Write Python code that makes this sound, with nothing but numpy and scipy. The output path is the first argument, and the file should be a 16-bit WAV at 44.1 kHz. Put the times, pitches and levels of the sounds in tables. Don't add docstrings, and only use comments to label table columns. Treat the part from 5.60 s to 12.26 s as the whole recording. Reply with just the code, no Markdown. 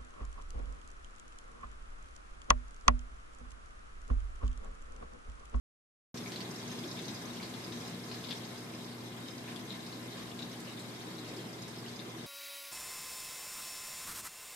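import sys
import numpy as np
from scipy import signal
from scipy.fft import rfft, irfft, next_fast_len
from scipy.io import wavfile
from scipy.ndimage import map_coordinates

SR = 44100
rng = np.random.default_rng(int(sys.argv[2]) if len(sys.argv) > 2 else 0)


def dump(signal):
    limited = np.clip(np.atleast_2d(signal).T, -1, 1)
    pcm = np.round(limited * 32767).astype(np.int16)
    wavfile.write(sys.argv[1], SR, pcm)


N = 293794
TIME = np.arange(N) / SR
START_S = 0.542

# f/Hz, level/dB
FIZZ_SPECTRUM = [(2500, -14), (4300, -5), (4880, -3), (5060, 5), (5220, 6), (5400, -2), (5750, -2),
                 (6000, -1), (6200, 5), (6430, 3), (6650, -6), (6950, -9), (7200, -5), (7550, -11),
                 (10000, -14)]


def amp(db):
    return 10 ** (np.asarray(db) / 20)


def unit(x):
    return x / np.sqrt(np.mean(x ** 2) + 1e-20)


def along(points, hz):
    f, v = np.transpose(points)
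    return np.interp(np.log(hz + 1), np.log(f + 1), v)


def wobble(rate):
    return map_coordinates(rng.standard_normal(int(N * rate / SR) + 4), [TIME * rate])


def filtered(x, response):
    size = next_fast_len(N + SR // 2)
    return irfft(rfft(x, size) * response(np.fft.rfftfreq(size, 1 / SR)), size)[..., :N]


def add(track, s, sound):
    part = track[:, round(s * SR):][:, :sound.shape[1]]
    part += sound[:, :part.shape[1]]


def in_tank(x, spectrum):
    # f/Hz, width/Hz, lift/dB
    modes = [(325, 18, 5), (725, 70, 2), (1020, 70, 3), (2120, 65, 7), (3495, 45, 5), (3780, 90, 3),
             (5150, 150, 5), (6230, 130, 5)]
    lift_db = lambda f: sum(db / (1 + (2 * (f - hz) / width) ** 2) for hz, width, db in modes)
    return unit(filtered(x, lambda f: amp(along(spectrum, f) + lift_db(f))))


def echoes(early_t60, room_db):
    # f/Hz, T60/s
    room_t60 = [(200, 0.35), (3500, 0.24), (12000, 0.13)]
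    size = SR // 4
    early = rng.standard_normal((2, size)) * amp(-60 * TIME[:size] / early_t60)
    hz, t, noise = signal.stft(rng.standard_normal((2, size)), SR, nperseg=256)
    decay = amp(-60 * t / along(room_t60, hz)[:, None])
    tail = signal.istft(noise * decay, SR, nperseg=256)[1][:, :size]
    return unit(unit(early) + amp(room_db) * unit(tail)) / np.sqrt(size)


def bubble(hz, cycles, rise, t):
    age = hz * t / cycles
    return np.exp(-age) * np.sin(2 * np.pi * hz * t * (1 + rise * np.minimum(age, 10) / 2))


def bubbles(count, low_hz, high_hz, cycles, rise, spread_db, size):
    when, pitch, strength = rng.random((count, 3)).T
    hz = low_hz * (high_hz / low_hz) ** pitch
    gain = amp(-spread_db * np.log(strength + .02)) * hz / high_hz
    rings = gain[:, None] * bubble(hz[:, None], cycles, rise, TIME[:size])
    index = (when * N).astype(int)[:, None] + np.arange(size)
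    return unit(np.bincount(index.ravel(), rings.ravel(), N)[:N])


def pump(mains_hz=60):
    # harmonic number, level/dB, waver/dB, drift/(dB/s)
    harmonics = [(1, -76.5, 3, 0), (2, -54.5, 0, -0.06), (3, -55.5, 1, -0.7), (4, -50.5, 2, -0.8),
                 (5, -77, 3, 0.5)]
    hum = np.zeros(N)
    for k, db, waver_db, drift_db in harmonics:
        peak = np.sqrt(2) * amp(db + drift_db * TIME + waver_db * wobble(5.014))
        hum += peak * np.sin(2 * np.pi * (k * mains_hz * TIME + rng.random()))
    return hum


def churn(level_db):
    # f/Hz, level/dB
    spectrum = [(20, -33), (36, -25), (55, -19), (80, -15), (100, -4.5), (160, 2), (320, 0), (410, -0.5),
                (500, -6), (720, -9.5), (850, -15), (1100, -14.5), (2000, -19), (5000, -37)]
    # f/Hz, correlation
    coherence = [(120, 0.9), (240, 0.93), (420, 0.71), (520, 0.6), (900, 1), (1400, 0.045)]
    glugs = [bubbles(count=1200, low_hz=146, high_hz=1188, cycles=3.3, rise=0.027, spread_db=2, size=1800)
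             for _ in range(2)]
    pair = rng.standard_normal((2, N)) + amp(-20) * np.array(glugs)
    angle = lambda f: np.arccos(np.clip(along(coherence, f), -1, 1)) / 2
    mid, side = filtered(pair, lambda f: np.array([np.cos(angle(f)), np.sin(angle(f))]))
    return amp(level_db + 0.1 * wobble(14)) * in_tank(np.array([mid + side, mid - side]), spectrum)


def trickle(level_db):
    # f/Hz, level/dB
    spectrum = [(200, -23), (600, 0), (1000, 1.5), (1500, -1.5), (2200, -2), (2650, -4), (3200, -1),
                (3900, 1.5), (5200, -5), (6800, -9.5), (9000, -12), (14500, -17)]
    water = np.zeros((2, N))
    for _ in range(3):
        swarm = bubbles(count=4000, low_hz=596, high_hz=12060, cycles=4.24, rise=0.027,
                        spread_db=2, size=400)
        swarm *= amp(1.07 * wobble(14))
        water += signal.fftconvolve(swarm[None], echoes(early_t60=0.079, room_db=1), axes=1)[:, :N]
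    return amp(level_db) * in_tank(water, spectrum)


def fizz(level_db):
    swarm = bubbles(count=2400, low_hz=3870, high_hz=7300, cycles=1.6, rise=0.011, spread_db=4, size=200)
    water = signal.fftconvolve(swarm[None], echoes(early_t60=0.061, room_db=-10), axes=1)[:, :N]
    return amp(level_db) * unit(filtered(water, lambda f: amp(along(FIZZ_SPECTRUM, f)))) * amp([[-1], [1]])


def spray(level_db):
    # f/Hz, level/dB
    spectrum = [(500, -3), (2000, 6), (5000, -7.5), (8000, -1), (10000, -5), (12500, -4), (14500, -7)]
    crackle = [bubbles(count=2500, low_hz=4250, high_hz=14000, cycles=2.8, rise=0, spread_db=1.5, size=64)
               for _ in range(2)]
    hiss = rng.standard_normal((2, N)) + amp(-8) * np.array(crackle)
    return amp(level_db) * unit(filtered(hiss, lambda f: amp(along(spectrum, f))))


def plips(faint):
    # t/s, level/dB, f/Hz, left over right/dB, scatter over direct/dB, splash over ring/dB
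    loud = [(.5725, -16, 5000, -3, 3, 6.5), (.660, -17.5, 2220, 4, 5, -4), (.7195, -17.5, 4100, 3.5, -1, 7),
            (.7599, -15.5, 4320, -2, 0, -1), (.777, -24, 3470, 7, 1, -4), (.805, -15.5, 4350, -6, 2, -1),
            (.9966, -27, 3700, 5, -5, 4), (1.2363, -18.5, 3500, 11, 2, 1), (1.3698, -20.5, 3370, 4, 3, -2),
            (1.3905, -17.5, 3600, 8, -1, -1), (1.4822, -16, 3900, 9, 3, 2), (1.7494, -25, 3460, 0, 7, 0),
            (1.800, -20.5, 2150, 3, 2, -3), (1.8274, -19, 4030, 7, 0, 1), (1.939, -20.5, 3330, 10, 1, 3),
            (2.0394, -19, 4730, -5, 8, 0), (2.1218, -18.5, 3750, 9, 2, -4), (2.5135, -17.5, 3880, 8, 2, 6),
            (2.5403, -18.5, 4000, 1, 8, 8), (2.6396, -15.5, 3450, 11, 4, -1), (2.663, -23, 4300, 0, 8, 6),
            (2.686, -17, 3260, 8, 8, 7), (2.7035, -19, 4600, -2, 2, 2), (2.7079, -13, 3460, 11, -3, -3),
            (2.7118, -16.5, 3800, 11, -2, 1), (2.7174, -15, 3480, 9, -4, -7),
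            (2.7255, -16, 3480, 1, -3, -4), (2.9594, -27, 3470, 11, -1, 0), (3.3233, -27, 4140, 4, 3, -2),
            (3.6852, -20, 3750, 14, -1, -6), (3.876, -21.5, 3000, 7, 5, 6), (3.885, -21.5, 2000, -4, 5, 0),
            (3.9606, -19.5, 3380, 13, 1, -2), (4.1058, -15, 3750, 17, -3, -18),
            (4.115, -19, 3700, -2, 4, -12), (4.2639, -24, 4130, 8, 0, -2), (4.3258, -20.5, 4060, 2, 2, -3),
            (4.5298, -24.5, 4050, 9, -3, -3), (4.715, -24, 3400, 6, 3, -2),
            (4.7907, -16.5, 3780, 16, 0, -3), (4.8225, -14.5, 3730, 12, 2, -2), (4.930, -24, 3500, 5, 5, 2),
            (5.072, -23, 2850, -1, 8, -8), (5.092, -24, 2850, 2, 10, -5), (5.1738, -23, 3450, 9, 5, -6),
            (5.198, -23, 4000, 6, 4, -5), (5.4063, -24, 3730, 12, 0, -2), (5.5824, -19.5, 3900, 11, 5, -1),
            (5.684, -23, 4300, 7, 6, 3), (6.138, -25.5, 3650, 5, 3, -3), (6.2617, -25, 2860, 5, 1, -5),
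            (6.282, -23, 4400, 2, 3, -3), (6.3926, -17.5, 3750, 8, 3, -4), (6.399, -23, 4150, 6, 5, -6)]
    # f/Hz, level/dB
    splash_spectrum = [(700, -16), (2000, -3), (3600, -1.5), (5200, 0.5), (6200, -3.5), (10000, -4)]
    neck_s, pane_s = 0.00093, 0.0038
    track, t = np.zeros((2, N)), TIME[:1600]
    colour = amp(along(splash_spectrum, np.fft.rfftfreq(len(t), 1 / SR)))
    for s, db, hz, pan_db, wet_db, splash_db in loud + faint:
        ring = unit(bubble(hz, cycles=2.4, rise=0.0071, t=t) * (1 - np.exp(-t / neck_s)) ** 2)
        impact = np.roll(bubble(hz, cycles=0.6, rise=0, t=t), len(t) // 40)
        tick = irfft(rfft(impact) * colour)
        burst = rng.standard_normal(len(t)) * amp(-60 * t / 0.026)
        splash = unit(np.convolve(tick, burst)[:len(t)])
        direct = ring + amp(splash_db) * splash
        scatter = signal.fftconvolve(direct[None], echoes(early_t60=0.058, room_db=-3), axes=1)
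        scatter /= np.linalg.norm(scatter, axis=1, keepdims=True)
        sides = amp(pan_db * np.array([[.5], [-.5]]))
        gain = amp(db) / np.hypot(1, amp(wet_db))
        add(track, s, gain * unit(sides) * direct / np.linalg.norm(direct))
        add(track, s + pane_s, gain * amp(wet_db) * unit(sides ** 0.56) * scatter)
    return track


def faint_drops(flow_db, count, wet_db=10, splash_db=5):
    when = START_S + (TIME[-1] - START_S) * (np.arange(count) + rng.random(count)) / count
    softness, pitch, side = np.clip(rng.standard_normal((count, 3)).T, -2, 2)
    db = -27.5 + np.interp(when, TIME, flow_db) - 0.5 * softness
    hz = 3840 + 580 * pitch
    pan_db = 7 + 7 * side
    return [(*drop, wet_db, splash_db) for drop in zip(when, db, hz, pan_db)]


def spurts(swell_s=0.002, width_hz=1350, gain_db=19):
    # t/s, relative level/dB, centre f/Hz
    slaps = [(0.6334, -43, 5100), (0.6714, -42, 6220), (0.9054, -40, 5040), (0.9584, -40, 5160),
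             (0.9784, -47, 6240), (0.9944, -42, 5120), (1.075, -41, 6230), (1.1134, -40, 6390),
             (1.1884, -42, 5120), (1.2744, -45, 6150), (1.3114, -37.5, 5030), (1.3513, -44, 5170),
             (1.4506, -43, 6330), (1.4795, -39, 5950), (1.4994, -48, 6230), (1.5434, -39, 4940),
             (1.6162, -43.5, 5360), (1.6516, -43, 5930), (1.7434, -45, 5190), (2.1234, -47, 5390),
             (2.2034, -46, 5040), (2.2334, -48, 5700), (2.2744, -43, 5030), (2.4339, -44, 5280),
             (2.5406, -48, 4940), (2.7734, -45, 5510), (2.8464, -43, 5040), (2.9734, -43, 5120),
             (3.1462, -44, 5130), (3.2425, -44, 5190), (3.454, -49, 5160), (3.676, -46, 5260),
             (3.7045, -43.5, 5110), (3.7764, -44, 5110), (3.9934, -48, 5330), (4.0502, -48, 6250),
             (4.2637, -44, 5050), (4.338, -49, 5060), (4.4534, -51, 5150), (4.5234, -52, 5490),
             (4.8239, -46, 5140), (4.9147, -45, 5450), (5.0474, -48, 5500), (5.2434, -53, 5060),
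             (5.3434, -49, 5030), (5.5508, -49, 5060), (5.6774, -50, 5010), (5.7628, -45, 5090),
             (5.8944, -51, 5120), (6.0184, -41.5, 5150), (6.0774, -45, 5800), (6.1534, -52, 5050),
             (6.1804, -44, 5050), (6.3584, -42.5, 5080), (6.4944, -46, 5140)]
    track, size = np.zeros((2, N)), SR // 4
    f, age = np.fft.rfftfreq(size, 1 / SR), TIME[:size] / swell_s
    for s, db, hz in slaps:
        pops = rng.standard_normal(size) ** 3 * age * np.exp(-age)
        colour = amp(along(FIZZ_SPECTRUM, f)) / (1 + 2j * (f - hz) / width_hz)
        sound = irfft(rfft(pops) * colour * rfft(echoes(early_t60=0.053, room_db=-4)), size)
        add(track, s, amp(db + gain_db) * unit(sound) / np.sqrt(size) * amp([[-1], [1]]))
    return track


def gulps(length_s=0.09, climb_octaves=0.1, scatter_octaves=0.49):
    # centre t/s, level/dB, f/Hz
    swallows = [(.90, -17, 401), (1.24, -14, 320), (1.43, -15.5, 385), (1.48, -13, 225), (2.33, -15, 206),
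                (4.10, -13, 199), (5.71, -21, 512), (5.775, -13.5, 401), (5.84, -16, 193)]
    track, t = np.zeros((2, N)), TIME[:4000]
    for s, db, hz in swallows:
        string, chance = np.zeros((1, SR // 4)), rng.random(size=(14, 2))
        for step, (late, detune) in enumerate(chance):
            place = (step + late) / len(chance)
            pitch = hz * 2 ** (climb_octaves * (place - .5) + scatter_octaves * (detune - .5))
            ring = bubble(pitch, cycles=3.3, rise=0.015, t=t) * (1 - np.exp(-t / 0.004))
            add(string, place * length_s, np.sin(np.pi * place) * ring[None])
        add(track, s - length_s / 2, amp(db) * string / np.linalg.norm(string))
    return track


def spatters():
    # t/s, level/dB
    bursts = [(2.279, -27), (3.9594, -27), (5.001, -25), (5.1931, -22.5), (5.764, -27), (6.0794, -27)]
    track = np.zeros((2, N))
    tick = bubble(7900, cycles=0.98, rise=0, t=TIME[:100])
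    for s, db in bursts:
        sound = signal.fftconvolve(tick[None], echoes(early_t60=0.094, room_db=12), axes=1)
        add(track, s, amp(db) * sound / np.linalg.norm(sound[0]))
    return track


def scene():
    # t/s, level over the settled flow/dB
    flow = [(0.55, 3), (1.55, 3), (1.75, 2), (2.2, 3), (2.4, 0), (2.7, 2.5), (3.3, -2), (4.1, 0),
            (6.6, -0.3)]
    # f/Hz, left over right/dB
    balance = [(120, -0.5), (240, 2.5), (330, 0), (1500, 0.5), (2700, 2.5), (3600, 2), (4400, 0.5),
               (5100, -3.5), (6200, 2.5), (7800, 4.5), (11000, 1), (14000, 1)]
    flow_db = np.interp(TIME, *np.transpose(flow))
    water = (churn(-47.5 + 0.48 * flow_db) + trickle(-50.5 + 0.57 * flow_db)
             + fizz(-66 + 2.2 * flow_db) + spray(-57 + 0.38 * flow_db))
    lean = lambda f: amp(np.outer([.5, -.5], along(balance, f)))
    circulation = filtered(pump() + gulps() + spurts() + water, lean)
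    return circulation + plips(faint_drops(flow_db, count=30)) + spatters()


def record(dry):
    fade_s, top_hz = 0.002, 14650
    opened = np.clip((TIME - START_S) / fade_s, 0, 1)
    return filtered(dry * opened, lambda f: f < top_hz)


dry = scene()
out = record(dry)
dump(out)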